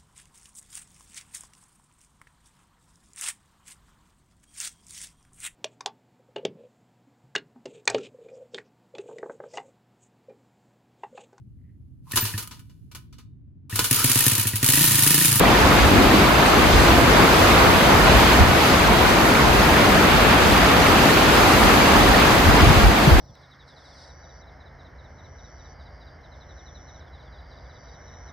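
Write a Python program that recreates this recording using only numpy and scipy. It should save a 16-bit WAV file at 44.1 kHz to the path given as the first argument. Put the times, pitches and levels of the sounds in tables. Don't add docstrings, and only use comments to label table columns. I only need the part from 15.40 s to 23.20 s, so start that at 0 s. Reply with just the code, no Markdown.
import sys
import numpy as np
from scipy import signal
from scipy.fft import rfft, irfft
from scipy.io import wavfile
from scipy.ndimage import uniform_filter1d

SR = 44100
rng = np.random.default_rng(int(sys.argv[2]) if len(sys.argv) > 2 else 0)


def store_pcm(level_fs):
    pcm = np.round(np.clip(level_fs, -1, 1) * 32767).astype(np.int16)
    wavfile.write(sys.argv[1], SR, np.atleast_2d(pcm).T)


N = 343980
TIME = np.arange(N) / SR
FREQS = np.maximum(np.fft.rfftfreq(N, 1 / SR), 1)


def undb(db):
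    return 10 ** (np.asarray(db) / 20)


def unit(x):
    return x / np.sqrt(np.mean(x ** 2))


def across(rows):
    hz, value = np.transpose(rows)
    return np.interp(np.log(FREQS), np.log(hz), value)


def wander(per_second):
    hold = max(int(SR / per_second), 1)
    steps = np.repeat(rng.standard_normal(N // hold + 1), hold)[:N]
    return unit(uniform_filter1d(uniform_filter1d(steps, hold), hold))


def swell(peak_s, rise_s, fall_s):
    ramp = np.interp(TIME, [peak_s - rise_s, peak_s, peak_s + fall_s], [0, 1, 0])
    return np.sin(np.pi / 2 * ramp) ** 2


def lifts(rows):
    return sum(db * swell(peak_s, length / 2, length / 2) for peak_s, length, db in rows)


def stereo_spectra(likeness, lead=0):
    left, other = rfft(rng.standard_normal((2, N)))
    shared = likeness - 1j * lead
    shared = shared / np.maximum(abs(shared) / .98, 1)
    return np.array([left, shared * left + np.sqrt(1 - abs(shared) ** 2) * other])


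def noise_around(hz, sharpness, likeness):
    hump = 1 + (sharpness * np.log2(FREQS / hz)) ** 2
    return unit(irfft(stereo_spectra(likeness) / hump, N))


def stream():
    # peak time, rise and fall in seconds, lift in dB.
    surges = [(2.6, 2.1, 0.89, 1.0), (6.5, 3.4, 0.9, 0.77)]
    # peak time and length in seconds, lift of the hiss in dB.
    crests = [(.22, 0.44, 0.5), (1.45, .3, 1.1), (2.02, 0.52, 1.5), (2.82, 0.27, 1), (3.28, 0.32, 2.5),
              (5.7, 0.39, 1.2), (6.15, 0.95, 1.7), (6.62, 0.34, 1.5), (7.33, 0.59, 1.3)]
    surge_db = sum(db * swell(peak_s, rise, fall) for peak_s, rise, fall, db in surges)
    flow_db = -16.5 + surge_db
    spray_db = -15 + surge_db + lifts(crests)
    gurgle = bubbles(low_hz=640.7, high_hz=2696, cycles=57, rise=0.075, spread_db=2.5, count=1000)
    fizz = bubbles(low_hz=1793, high_hz=6015, cycles=98, rise=0.074, spread_db=1.5, count=1600)
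    near = (undb(-10) * gurgle + undb(-16) * fizz) * undb(flow_db)
    return near + undb(-25) * churning() + undb(1) * roar(flow_db, spray_db)


def bubbles(low_hz, high_hz, cycles, rise, spread_db, count, bunching_db=1.11):
    births = np.cumsum(undb(bunching_db * wander(7)))
    out = np.zeros((2, N))
    for when, pitch, nearness, pan in rng.random((count, 4)):
        start = np.searchsorted(births, when * births[-1])
        hz = low_hz * (high_hz / low_hz) ** pitch
        age = np.linspace(0, 1, max(int(cycles * SR / hz), 2))[:N - start]
        fade = np.exp(-np.log(100) * age)
        ring = np.sin(2 * np.pi * cycles * (age + rise * age ** 2 / 2)) * fade
        gain = undb(spread_db * min(-np.log(1 - nearness), 4))
        out[:, start:start + len(age)] += gain * np.sqrt([[pan], [1 - pan]]) * ring
    return unit(out)


def churning(low_hz=210, high_hz=295, wander_db=1.6):
    # peak time and length in seconds, lift in dB.
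    low_swells = [(.05, 0.21, 5.5), (.54, .34, 5.5), (.78, 0.19, 4.5), (1.8, 0.26, 3), (3.0, 0.26, 3),
                  (6.22, 0.61, 5), (6.6, .3, 5), (7.24, 0.25, 2.5)]
    clouds = sum(noise_around(hz, sharpness=3, likeness=.84) * undb(wander_db * wander(5))
                 for hz in (low_hz, high_hz))
    return unit(clouds) * undb(lifts(low_swells))


def roar(flow_db, spray_db, flicker_db=0.73, spray_hz=7000, slosh_octaves=1.4):
    # frequency in Hz, relative level in dB.
    tone = [(40, -10), (130, -1.3), (250, -3), (420, -2.5), (800, -4), (1200, -4.5), (2000, -10),
            (3200, -14), (4800, -20), (7000, -26), (9500, -30), (12000, -30.5), (14300, -33.5),
            (15600, -44)]
    # frequency in Hz, likeness (1 alike, -1 or less opposite).
    likeness = [(280, 1), (550, 0.41), (1150, 0.3), (1800, 0.18), (2550, 0.2), (3100, -0.13), (4400, 0.29),
                (5500, -0.23), (6800, 0.25), (7700, -0.37), (9000, -1.43), (9400, -1.6), (10200, 0.2),
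                (11400, -0.14), (12600, 1)]
    # frequency in Hz, lead (above 0 means left first).
    lead = [(500, -0.13), (750, 0.086), (1050, -0.34), (1800, 0.049), (2900, -0.016), (3600, -0.19),
            (4900, 0.16), (6200, -0.41), (9000, 0.72), (11000, .5), (12600, 0)]
    # frequency in Hz, left minus right in dB.
    balance = [(130, 0.5), (300, 2.5), (700, 0.7), (1300, 0.8), (2400, -2.5), (3600, 0), (5000, 3),
               (6200, 3.5), (8000, -1), (10000, -0.2)]
    # peak time and length in seconds, pitch in Hz, lift in dB.
    sloshes = [(.42, .3, 1100, 1), (.73, .2, 600, 0), (1.15, 0.28, 1100, 1.3), (1.803, 0.18, 800, 2),
               (2.25, 0.22, 650, 2.5), (2.543, 0.28, 650, .9), (2.713, 0.16, 1800, 2),
               (2.92, .22, 3500, 1.2), (3.66, .25, 1600, 0.5), (4.45, 0.58, 1500, 0.5),
               (5.35, 0.39, 1500, 0.9), (6.53, .25, 900, 1.4), (7.36, .3, 900, 1.2)]
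    tilt_db = across(balance) / 2
    tone_db = across(tone) + np.array([tilt_db, -tilt_db])
    spectrum = stereo_spectra(across(likeness), across(lead)) * undb(tone_db)
    spectrum = spectrum / np.std(irfft(spectrum, N))
    octave = np.clip(np.log2(FREQS / 100), 0, 7)
    waves = [(pitch, db * swell(peak_s, length / 2, length / 2)) for peak_s, length, pitch, db in sloshes]
    out = 0
    for k in range(8):
        hz = 100 * 2 ** k
        band = irfft(spectrum * np.maximum(1 - abs(octave - k), 0), N)
        spray_share = min(hz / spray_hz, 1)
        level_db = (1 - spray_share) * flow_db + spray_share * spray_db
        slosh_db = sum(lift * np.exp(-(np.log2(hz / pitch) / slosh_octaves) ** 2) for pitch, lift in waves)
        out = out + band * undb(level_db + slosh_db + flicker_db * wander(18))
    return out


def wind(breeze_db=-25, flutter_db=-12, flutter_growth=0.33, waver_db=0.8, likeness=.66):
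    # peak time and length in seconds, lift over the breeze in dB.
    gusts = [(.49, 0.54, 6), (.85, .25, 0), (1.42, 0.85, 5), (2.25, 0.47, 3.5), (2.68, 0.55, 3.5),
             (3.04, 0.32, 5.5), (4.1, .25, 4), (4.75, .25, 1), (5.28, 0.5, 3), (6.1, 0.35, 1),
             (6.62, 0.4, 4.5), (7.08, 0.24, 3), (7.3, 0.54, 6.5), (7.77, 0.34, 5)]
    # frequency in Hz, relative level in dB.
    tone = [(12, -36), (22, -17), (35, -12), (49, 5.5), (75, 2), (100, -6), (170, -25), (300, -12),
            (800, -82)]
    gust_db = lifts(gusts) + waver_db * wander(11)
    rumble = unit(irfft(stereo_spectra(likeness) * undb(across(tone)), N))
    flutter = noise_around(hz=110, sharpness=3.1, likeness=likeness)
    flutter_gain = undb(flutter_db + flutter_growth * gust_db)
    return undb(breeze_db + gust_db) * (rumble + flutter_gain * flutter)


def wind_thumps(wobble_radians=0.81, skew=0.6):
    # start in seconds, peak level in dB, first and last pitch in Hz, length in seconds.
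    swirls = [(0.39, -15, 52, 64, 0.11), (0.535, -14, 126, 70, 0.031), (1.335, -13, 55, 48, 0.055),
              (1.409, -17, 90, 70, 0.042), (2.544, -13, 90, 68, .04), (2.734, -13, 62, 55, .06),
              (2.992, -6.5, 78, 49.7, 0.075), (3.002, -13, 150, 190, .016), (3.075, -13, 66, 90, 0.056),
              (7.057, -9.5, 61.6, 80, 0.052), (7.128, -10, 85, 105, .03), (7.22, -6.5, 90, 60, .032),
              (7.257, -9, 116, 85, 0.038), (7.298, -9, 114, 100, .03), (7.36, -10, 70.4, 95, .05),
              (7.429, -3, 58.5, 54.3, 0.095), (7.672, -3.5, 172, 110, 0.03), (7.711, -3, 97, 52, 0.061),
              (7.763, -6, 62, 50, 0.064)]
    out = np.zeros((2, N))
    wobble = wobble_radians * (wander(170) + np.array([wander(90), wander(90)]))
    for start, db, first_hz, last_hz, length in swirls:
        span = (TIME >= start) & (TIME < start + length)
        age = (TIME[span] - start) / length
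        phase = 2 * np.pi * np.cumsum(first_hz + (last_hz - first_hz) * age) / SR
        loudness = undb(db) * np.sin(np.pi * age ** skew)
        out[:, span] += loudness * np.sin(phase + wobble[:, span])
    return out


def gain_control(x, threshold_db=-9.7, squeeze=.75, recovery_db_per_s=1.4, average_s=.04, attack_s=.05):
    power = uniform_filter1d(np.mean(x ** 2, axis=0), int(average_s * SR))
    needed_cut_db = squeeze * np.maximum(10 * np.log10(power) - threshold_db, 0)
    recovered_db = recovery_db_per_s * TIME
    cut_db = np.maximum.accumulate(needed_cut_db + recovered_db) - recovered_db
    return x * undb(-uniform_filter1d(cut_db, int(attack_s * SR)))


def scene():
    return stream() + wind() + wind_thumps()


def record(dry, low_cut_hz=30, high_cut_hz=15750):
    # centre and width in Hz, level change in dB.
    treble_bumps = [(4960, 330, 0.5), (5590, 410, -3.5), (8240, 330, 9.5)]
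    colour_db = sum(db / (1 + (2 * (FREQS - hz) / width) ** 4) for hz, width, db in treble_bumps)
    low_cut = 1 / np.sqrt(1 + (low_cut_hz / FREQS) ** 6)
    coloured = irfft(rfft(dry) * undb(colour_db) * low_cut, N)
    held = gain_control(coloured)
    rounded = held / (1 + held ** 8) ** (1 / 8)
    high_cut = signal.ellip(10, .1, 80, high_cut_hz, fs=SR, output="sos")
    return signal.sosfilt(high_cut, rounded)


dry = scene()
out = record(dry)
store_pcm(out)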